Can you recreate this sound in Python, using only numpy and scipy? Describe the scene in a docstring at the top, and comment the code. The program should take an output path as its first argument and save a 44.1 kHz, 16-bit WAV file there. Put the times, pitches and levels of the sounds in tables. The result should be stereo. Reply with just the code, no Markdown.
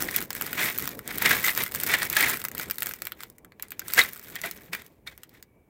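"""A plastic bag of hard parts crinkles as a hand grips, lifts and sets it down on a workshop bench.
Creases in the film pop over in sharp snaps above a dense rustle; inside, the parts knock, ring and slide.
Under them sit a soft handling rumble, short reflections from the bench and quiet room air.
A phone's two microphones hear it close up, each in its own colour, the left one a little earlier."""
import sys
import numpy as np
from scipy import signal
from scipy.fft import rfft, irfft, next_fast_len
from scipy.io import wavfile
from scipy.ndimage import uniform_filter1d, map_coordinates

SR = 44100
rng = np.random.default_rng(int(sys.argv[2]) if len(sys.argv) > 2 else 0)


def unload_audio(sound):
    """Save the sound as a 16-bit wav file, at the path given as the first command line argument."""
    columns = np.transpose(np.atleast_2d(sound))
    # keep every value between -1 and 1, then stretch to whole-number steps
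    steps = np.round(np.clip(columns, -1, 1) * 32767)
    wavfile.write(sys.argv[1], SR, steps.astype(np.int16))


N = 251325
TIME_S = np.arange(N) / SR

# Featured creases: start_s, level_db, body_db (relative to the crack)
SNAP_CUES = [(0.0225, -6, -11.5), (0.1107, -16, -15.0), (0.137, -21, -24), (0.1624, 0.5, -19.5),
             (0.1874, -13.5, -12.0), (0.2051, -14.0, -10), (0.2144, -17, -6), (0.225, -15, -23),
             (0.3048, -15.5, -5), (0.33, -13.5, -11.5), (0.3506, -14.5, -7), (0.364, -19, -14),
             (0.4117, -9, -8), (0.4214, -7.5, -11), (0.4406, -21, -21), (0.4648, -11, -12),
             (0.5298, -15, -6), (0.6997, -9.5, -17.0), (0.778, -8, -23), (0.7855, -3.5, -11.5),
             (0.8233, -14, -10.5), (0.842, -17, -14), (0.855, -18.0, -7.5), (0.8754, -10.5, -6.5),
             (0.891, -16, -14), (0.991, -18, -5.5), (1.0767, -9.5, -12), (1.156, -13.5, -15.5),
             (1.1766, -12.0, -10), (1.1825, -9.5, -18), (1.2224, -9, -17), (1.2948, -6.0, -6),
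             (1.3683, -10.5, -18), (1.4476, -4, -26), (1.4815, -7.5, -11.5), (1.504, -5, -14),
             (1.55, -8.5, -13), (1.576, -5.5, -10.5), (1.6365, -4.5, -17), (1.6627, -19, -6),
             (1.7206, -15, -7.5), (1.7484, -11, -11), (1.7585, -8.5, -21), (1.8006, -8.5, -12),
             (1.8346, -8.5, -11), (1.8645, -10, -12), (1.9168, -7.5, -9), (1.9863, -14.5, -11),
             (2.0305, -9, -2), (2.0996, -8.5, -20), (2.1283, -6, -17), (2.1683, -5.5, -13.5),
             (2.2075, -3.5, -18), (2.3714, -13, -9), (2.4164, -18, -3.5), (2.4408, -10, -9.5),
             (2.4498, -11.5, -8), (2.4845, -12, -11.5), (2.5153, -18.5, -6), (2.5497, -12.5, -12),
             (2.5798, -10.0, -20.5), (2.5901, -17, -18.0), (2.5969, -12.5, -6), (2.6993, -12.5, -6),
             (2.7104, -2.5, -13.5), (2.7836, -9.5, -9), (2.8054, -13, -27), (2.8215, -13, -6),
             (2.83, -10, -16.0), (2.8595, -8, -19), (2.869, -8, -8.5), (2.892, -15, -11.0),
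             (2.9103, -24.5, 4.5), (2.937, -15, -12.5), (3.0201, -9, -10), (3.0525, -13.5, -14),
             (3.0696, -15, -6.0), (3.12, -18.0, -2.5), (3.2058, -24, -1), (3.2272, -27, -12),
             (3.234, -16.5, -5.5), (3.3002, -20.5, -21), (3.383, -32, -8.5), (3.4472, -27, -2.0),
             (3.5205, -41.5, 10), (3.597, -29.5, 5.5), (3.6243, -12.0, -23), (3.6315, -23, -4.5),
             (3.6837, -29.5, -12), (3.7058, -23, -15.5), (3.7188, -18.5, -3), (3.7943, -8, -18.5),
             (3.882, -14.5, -14.5), (3.9012, -25, 3), (3.936, -3.5, -15), (3.946, -8.5, -25),
             (4.0365, -17, -14), (4.0885, -22, -21), (4.1328, -20.5, -23), (4.1601, -25.5, -8.0),
             (4.1764, -18, -15.5), (4.195, -24, -12), (4.3558, -15, -13), (4.4155, -12.5, -21),
             (4.5119, -13, -16), (4.7494, -19.5, 1.5), (4.8196, -29, -3), (4.864, -28, -19),
             (5.1774, -26, -9), (5.2337, -25, -9.5), (5.2932, -32.5, -15.0), (5.4261, -27.5, -10.5)]
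def snaps():
    """Single creases pop over and stand out from the rustle."""
    return creases(*np.transpose(SNAP_CUES), samples=1200)


# Bright crack of the film: freq_hz, level_db
CRACK_SPECTRUM = [(1470, -32.5), (2500, -11), (4850, -9.5), (7980, -3.5), (9490, -9.5), (14700, 3.5),
                  (15500, -3.5), (16500, -23)]
# Darker body of the sheet: freq_hz, level_db
BODY_SPECTRUM = [(240, -36.5), (400, -18.5), (975, -9), (1460, 4), (4500, -13), (5850, -33), (9900, -120)]
def creases(start_s, level_db, body_db, samples):
    """Each crease gives, cracks within a millisecond, then the sheet flutters briefly."""
    t = np.arange(samples) / SR
    stretch = np.exp(0.25 * rng.standard_normal((len(start_s), 1)))
    pan_db = 1.9 * rng.standard_normal(len(start_s))
    flutter = amp(-22.5) * decay(t, 0.035 * stretch)
    crack_env = (decay(t, 0.0043 * stretch) + flutter) * attack(t, 0.00052)
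    body_env = decay(t, 0.0086 * stretch) * attack(t, 0.0007)
    crack = burst(crack_env, CRACK_SPECTRUM, alike=0.53, tint_db=3)
    body = amp(body_db)[:, None] * burst(body_env, BODY_SPECTRUM, alike=0.63, tint_db=4)
    return place(start_s, amp(level_db)[:, None] * (crack + body), pan_db)


def rustle(film_db):
    """Clumps of small creases, few strong and many faint, over the hiss of film sliding on film."""
    when, faintness, body = rng.random((1500, 3)).T
    at = (when * N).astype(int)
    clump = wobble(40)
    level_db = film_db[at] + 12.5 + 2.5 * clump[at] - 3.5 * np.log(faintness + 0.12)
    swarm = creases(at / SR, level_db, body_db=8 * body - 15, samples=400)
    hiss = coloured(noise_pair(alike=0), CRACK_SPECTRUM)
    return swarm + amp(film_db - 11.5 + 4 * clump) * hiss


# Parts striking each other: start_s, level_db, pitch_hz
KNOCK_CUES = [(0.017, -23, 300), (0.1432, -16, 2410), (0.6235, -8, 2110), (1.2585, 1.5, 2140),
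              (1.272, -9, 1990), (1.309, -5, 1675), (1.4413, -6.5, 2004), (1.4811, -5.5, 1934),
              (1.4904, -8, 1830), (1.6617, -17.5, 2040), (1.947, -3.5, 1768), (2.019, -7, 1875),
              (2.166, -0.5, 1723), (2.205, -7, 1880), (2.226, -2, 1910), (2.235, -5, 2080),
              (2.3272, -16, 1746), (2.858, -34, 303), (3.817, -27, 1587), (3.978, -6, 1580),
              (3.979, -20.5, 490), (3.9899, 4, 2070), (4, -6.5, 1845), (4.0136, -8.5, 3740),
              (4.361, -16, 1860), (4.4363, -17.5, 1995), (4.442, -20, 687), (4.4478, -22, 1505),
              (4.455, -25.5, 384), (4.69, -29, 166), (4.7317, -11.5, 2435), (4.748, -19, 2410),
              (5.0723, -22, 2254), (5.0735, -24.5, 3700)]
# Modes of a part: pitch_ratio, level_db, t60_s (for a part pitched at 2 kHz)
PART_MODES = [(1, 2.5, 0.031), (1.13, -3, 0.016), (1.65, -14.5, 0.015)]
# Clack of the contact: freq_hz, level_db
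CLACK_SPECTRUM = [(150, -29.5), (450, -12), (2500, 6), (6000, -5.5), (15000, -8)]
def knocks():
    """Each blow clacks and rings a part's damped modes; low parts speak softer and ring longer."""
    start_s, level_db, pitch_hz = np.transpose(KNOCK_CUES)[..., None]
    t = np.arange(1800) / SR
    ring = 0
    for ratio, mode_db, t60_s in PART_MODES:
        strength, detune, phase = rng.standard_normal((3, len(start_s), 1))
        waver = 0.05 * np.cumsum(rng.standard_normal((len(start_s), len(t))), axis=1)
        mode_hz = ratio * pitch_hz * (1 + 0.015 * detune)
        tone = np.sin(2 * np.pi * mode_hz * t + phase + pitch_hz / 2000 * waver)
        ring += amp(mode_db + 1.1 * strength) * decay(t, t60_s * (2000 / pitch_hz) ** 0.36) * tone
    ring *= amp(level_db - 6) * attack(t, 1.6 / pitch_hz) ** 2
    clack_env = np.ones_like(pitch_hz) * decay(t, 0.019) * attack(t, 0.00072)
    clack = burst(clack_env, CLACK_SPECTRUM, alike=0.95, tint_db=2)
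    clack *= amp(level_db - 10) * np.clip(pitch_hz / 1500, 0, 1)
    return place(start_s[:, 0], ring + clack, pan_db=np.zeros(len(start_s)))


# Hollow resonances of the parts: centre_hz, width_hz, level_db
HOLLOW_RESONANCES = [(720, 1000, -14.5), (1590, 290, -4), (1833, 213, 1), (2222, 536, -3.5),
                     (3580, 550, -6), (7440, 21000, -20)]
def sliding(parts_db, grip):
    """Parts grind together: lumpy friction noise through their hollow resonances."""
    def hollow(hz):
        return sum((-1) ** k * amp(db) * 1j * hz * width / (centre ** 2 - hz ** 2 + 1j * hz * width)
                   for k, (centre, width, db) in enumerate(HOLLOW_RESONANCES))
    friction = amp(3.84 * wobble(150) + 2.58 * grip) * noise_pair(alike=0.54)
    return amp(parts_db) * unit(filtered(friction, hollow))


# Squeezes and shifts of the bag: peak_s, hold_s, film_db, parts_db
SQUEEZE_CUES = [(0.0, 0.017, -30, -36.5), (0.06, 0.14, -40, -40.5), (0.363, 0.14, -44.5, -40.5),
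                (0.604, 0.056, -31.5, -25), (0.733, 0.19, -41.5, -44.5), (1.092, 0.062, -44, -38.5),
                (1.226, 0.039, -36, -30.5), (1.311, 0.011, -24.5, -23.5), (1.387, 0.12, -34, -38),
                (1.454, 0.014, -29.5, -28), (1.59, 0.024, -31, -29.5), (1.756, 0.15, -35.5, -42),
                (1.938, 0.016, -39, -22.5), (2.018, 0.012, -33.5, -31), (2.166, 0.081, -29.5, -24),
                (2.282, 0.05, -30.5, -29.5), (2.608, 0.026, -42, -38), (2.701, 0.26, -47, -61),
                (2.847, 0.017, -43, -42), (3.029, 0.05, -52.5, -52.5), (3.21, 0.0095, -51, -49.5),
                (3.641, .011, -62, -53), (3.728, 0.0098, -61, -61), (3.815, 0.18, -61, -55),
                (3.971, 0.0089, -26, -32), (4.152, 0.16, -50.5, -55.5), (4.358, 0.0036, -54, -39.5),
                (4.452, 0.0035, -42.5, -31), (4.527, 0.062, -53, -54), (4.618, 0.048, -62, -57),
                (5.177, 0.066, -70, -66), (5.339, 0.036, -67, -58)]
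# Parts tumbling with almost no build-up: peak_s, hold_s, film_db, parts_db
TUMBLE_CUES = [(1.254, 0.0092, -34, -17.5), (3.978, 0.013, -47, -18.5), (4.727, 0.012, -41.5, -33),
               (5.069, 0.0099, -54.5, -41)]
def handling():
    """Level rides in dB for film and parts: each move rises, holds, falls fast, then creeps faintly."""
    peak_s, hold_s, film_db, parts_db = np.transpose(SQUEEZE_CUES + TUMBLE_CUES)[..., None]
    is_tumble = np.arange(len(peak_s))[:, None] >= len(SQUEEZE_CUES)
    t = np.arange(0, N + 64, 64) / SR
    before_s = np.maximum(peak_s - t, 0)
    after_s = np.maximum(t - peak_s - hold_s, 0)

    def ride(level_db, rise_db_per_s, fall_db_per_s, creep_db, creep_db_per_s):
        rise = amp(level_db - np.where(is_tumble, 2500.5, rise_db_per_s) * before_s)
        fall = amp(-fall_db_per_s * after_s)
        creep = amp(creep_db - creep_db_per_s * after_s)
        power = np.sum(rise ** 2 * (fall ** 2 + creep ** 2), axis=0)
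        return np.interp(TIME_S, t, 10 * np.log10(power + 1e-12))
    return (ride(film_db, rise_db_per_s=296.5, fall_db_per_s=319, creep_db=-10.5, creep_db_per_s=107),
            ride(parts_db, rise_db_per_s=283, fall_db_per_s=269, creep_db=-22.5, creep_db_per_s=98.5))


# Low end of the handling: freq_hz, level_db
RUMBLE_SPECTRUM = [(15, -50.5), (25, -12), (55, -2), (149, 3.5), (438, 0.5), (628, -7), (1170, -15),
                   (1980, -120)]
# Rumble bed between squeezes: time_s, level_db
RUMBLE_BED = [(0, -45.5), (0.3, -49), (1.05, -49.5), (2.2, -51), (2.799, -52.5), (3.298, -59.5),
              (4.297, -55), (4.58, -58), (4.7, -56), (4.999, -62.5), (5.7, -63)]
def rumble(parts_db, grip):
    """Soft handling rumble that swells with the parts' level, less steeply and more slowly."""
    lumps = amp(1.2 * grip + 2.2 * wobble(25)) * noise_pair(alike=0.41)
    swell = uniform_filter1d(amp(22.5 + 0.51 * parts_db), int(0.022 * SR) + 1)
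    bed = amp(np.interp(TIME_S, *np.transpose(RUMBLE_BED)))
    return bed * (1 + swell) * coloured(lumps, RUMBLE_SPECTRUM)


# Decay of the reflections: freq_hz, t60_s
BENCH_DECAY = [(500, 0.13), (3000, 0.075), (14000, 0.0045)]
def bench_reflections(sound):
    """Bench and shelves answer with a short tail whose treble dies first."""
    hz, t, bands = signal.stft(rng.standard_normal((2, SR // 4)), SR, nperseg=256)
    tail = signal.istft(bands * decay(t, along(BENCH_DECAY, hz)[:, None]), SR, nperseg=256)[1]
    predelayed = np.pad(sound, ((0, 0), (130, 0)))
    return signal.fftconvolve(predelayed, tail / np.linalg.norm(tail[0]), axes=1)[:, :N]


# Workshop air: freq_hz, level_db
AIR_SPECTRUM = [(15, -61.5), (25, -24.5), (55, -3), (266, -18.5), (651, -34.5), (2270, -34), (4480, -48),
                (13600, -40), (16500, -42)]
def room_tone():
    """Quiet air with a faint narrow whine that grows near the end."""
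    air = coloured(noise_pair(alike=0.33), AIR_SPECTRUM)
    whine = unit(filtered(noise_pair(alike=0.3), lambda hz: 1 / (1 + ((hz - 2290) / 40) ** 2)))
    return amp(-63.5) * air + amp(-78) * whine * np.clip((TIME_S - 5.4) / 0.098, 0.4, 1)


def amp(db):
    return 10 ** (np.asarray(db) / 20)


def unit(x):
    return x / np.sqrt(np.mean(x ** 2) + 1e-20)


def attack(t, rise_s):
    return 1 - np.exp(-t / rise_s)


def decay(t, t60_s):
    return amp(-60 * t / t60_s)


def along(points, hz):
    """Reads a curve of (freq_hz, value) points on a log frequency axis."""
    freq_hz, values = np.transpose(points)
    return np.interp(np.log(hz + 1), np.log(freq_hz + 1), values)


def wobble(rate_hz):
    """A smooth random curve with rate_hz knots a second."""
    return map_coordinates(rng.standard_normal(int(N * rate_hz / SR) + 4), [TIME_S * rate_hz])


def filtered(x, response):
    """Applies a complex frequency response."""
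    size = next_fast_len(N + 8192)
    return irfft(rfft(x, size) * response(np.fft.rfftfreq(size, 1 / SR)), size)[..., :N]


def coloured(x, spectrum):
    """Applies an EQ curve and scales to unit RMS."""
    return unit(filtered(x, lambda hz: amp(along(spectrum, hz))))


def noise_pair(alike, shape=(N,)):
    """Left and right noise with correlation `alike`."""
    mid, side = rng.standard_normal((2,) + shape)
    angle = np.arccos(alike) / 2
    mid, side = np.cos(angle) * mid, np.sin(angle) * side
    return np.array([mid + side, mid - side])


def burst(envelopes, spectrum, alike, tint_db):
    """One stereo noise burst per envelope, with that envelope's energy and its own random tint."""
    count, samples = envelopes.shape
    spectra = rfft(noise_pair(alike, envelopes.shape))
    hz = np.fft.rfftfreq(samples, 1 / SR)
    band = 7.99 * np.sqrt(hz / hz[-1])
    tint = np.array([np.interp(band, np.arange(9), knots) for knots in rng.standard_normal((count, 9))])
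    wave = envelopes * irfft(spectra * amp(along(spectrum, hz) + tint_db * tint), samples)
    return wave * (np.linalg.norm(envelopes, axis=-1) / np.linalg.norm(wave, axis=-1))[..., None]


def place(start_s, waves, pan_db):
    """Mixes waves (2, events, samples), each from its own spot, slightly later on the right."""
    right_lag = np.clip(3 + 1.6 * rng.standard_normal(len(start_s)), 0, 30).astype(int)
    channels = []
    for wave, lag, side in zip(waves, (0, right_lag), (0.5, -0.5)):
        at = (np.round(start_s * SR).astype(int) + lag)[:, None] + np.arange(wave.shape[1])
        panned = wave * amp(side * pan_db)[:, None]
        channels.append(np.bincount(at.ravel(), panned.ravel(), N + SR)[:N])
    return np.array(channels)


LEFT_RIGHT = np.array([[0.5], [-0.5]])  # splits a left-minus-right amount between the channels
def scene():
    """The bag on the bench in the quiet workshop."""
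    film_db, parts_db = handling()
    grip = wobble(35)  # the fingers' unsteady pressure
    bag = snaps() + rustle(film_db) + knocks() + sliding(parts_db, grip)
    pan_db = np.interp(TIME_S, (4.75, 4.82), (0, 3))  # the phone turns away: the bag shifts left
    bag *= amp(LEFT_RIGHT * pan_db)
    return bag + amp(-13) * bench_reflections(bag) + rumble(parts_db, grip) + room_tone()


# Colour of the microphone pair: freq_hz, left_minus_right_db
MIC_BALANCE = [(60, 2.5), (380, 0.5), (700, -4), (1290, -6), (2380, -9.5), (4400, 4), (8120, -1.5),
               (15000, -8.5)]
def record(dry):
    """Two close-set microphones: narrow bass, own colour and delay, soft saturation, a band limit."""
    def mic_response(hz):
        left_lead_s = 0.00015 / (1 + (1450 / (hz + 1)) ** 4)  # fades out in the bass
        phase = 2 * np.pi * hz * left_lead_s
        return amp(LEFT_RIGHT * along(MIC_BALANCE, hz)) * np.exp(1j * LEFT_RIGHT * phase)
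    mid, side = (dry[0] + dry[1]) / 2, (dry[0] - dry[1]) / 2
    side = filtered(side, lambda hz: 0.36 + 0.93 / (1 + (620 / (hz + 1)) ** 4))
    mics = filtered(np.array([mid + side, mid - side]), mic_response)
    saturated = mics / (1 + mics ** 4) ** 0.25
    return filtered(saturated, lambda hz: amp(-np.clip(hz - 16000, 0, 1600) / 20) * (hz < 16800))


dry = scene()
out = record(dry)
unload_audio(out)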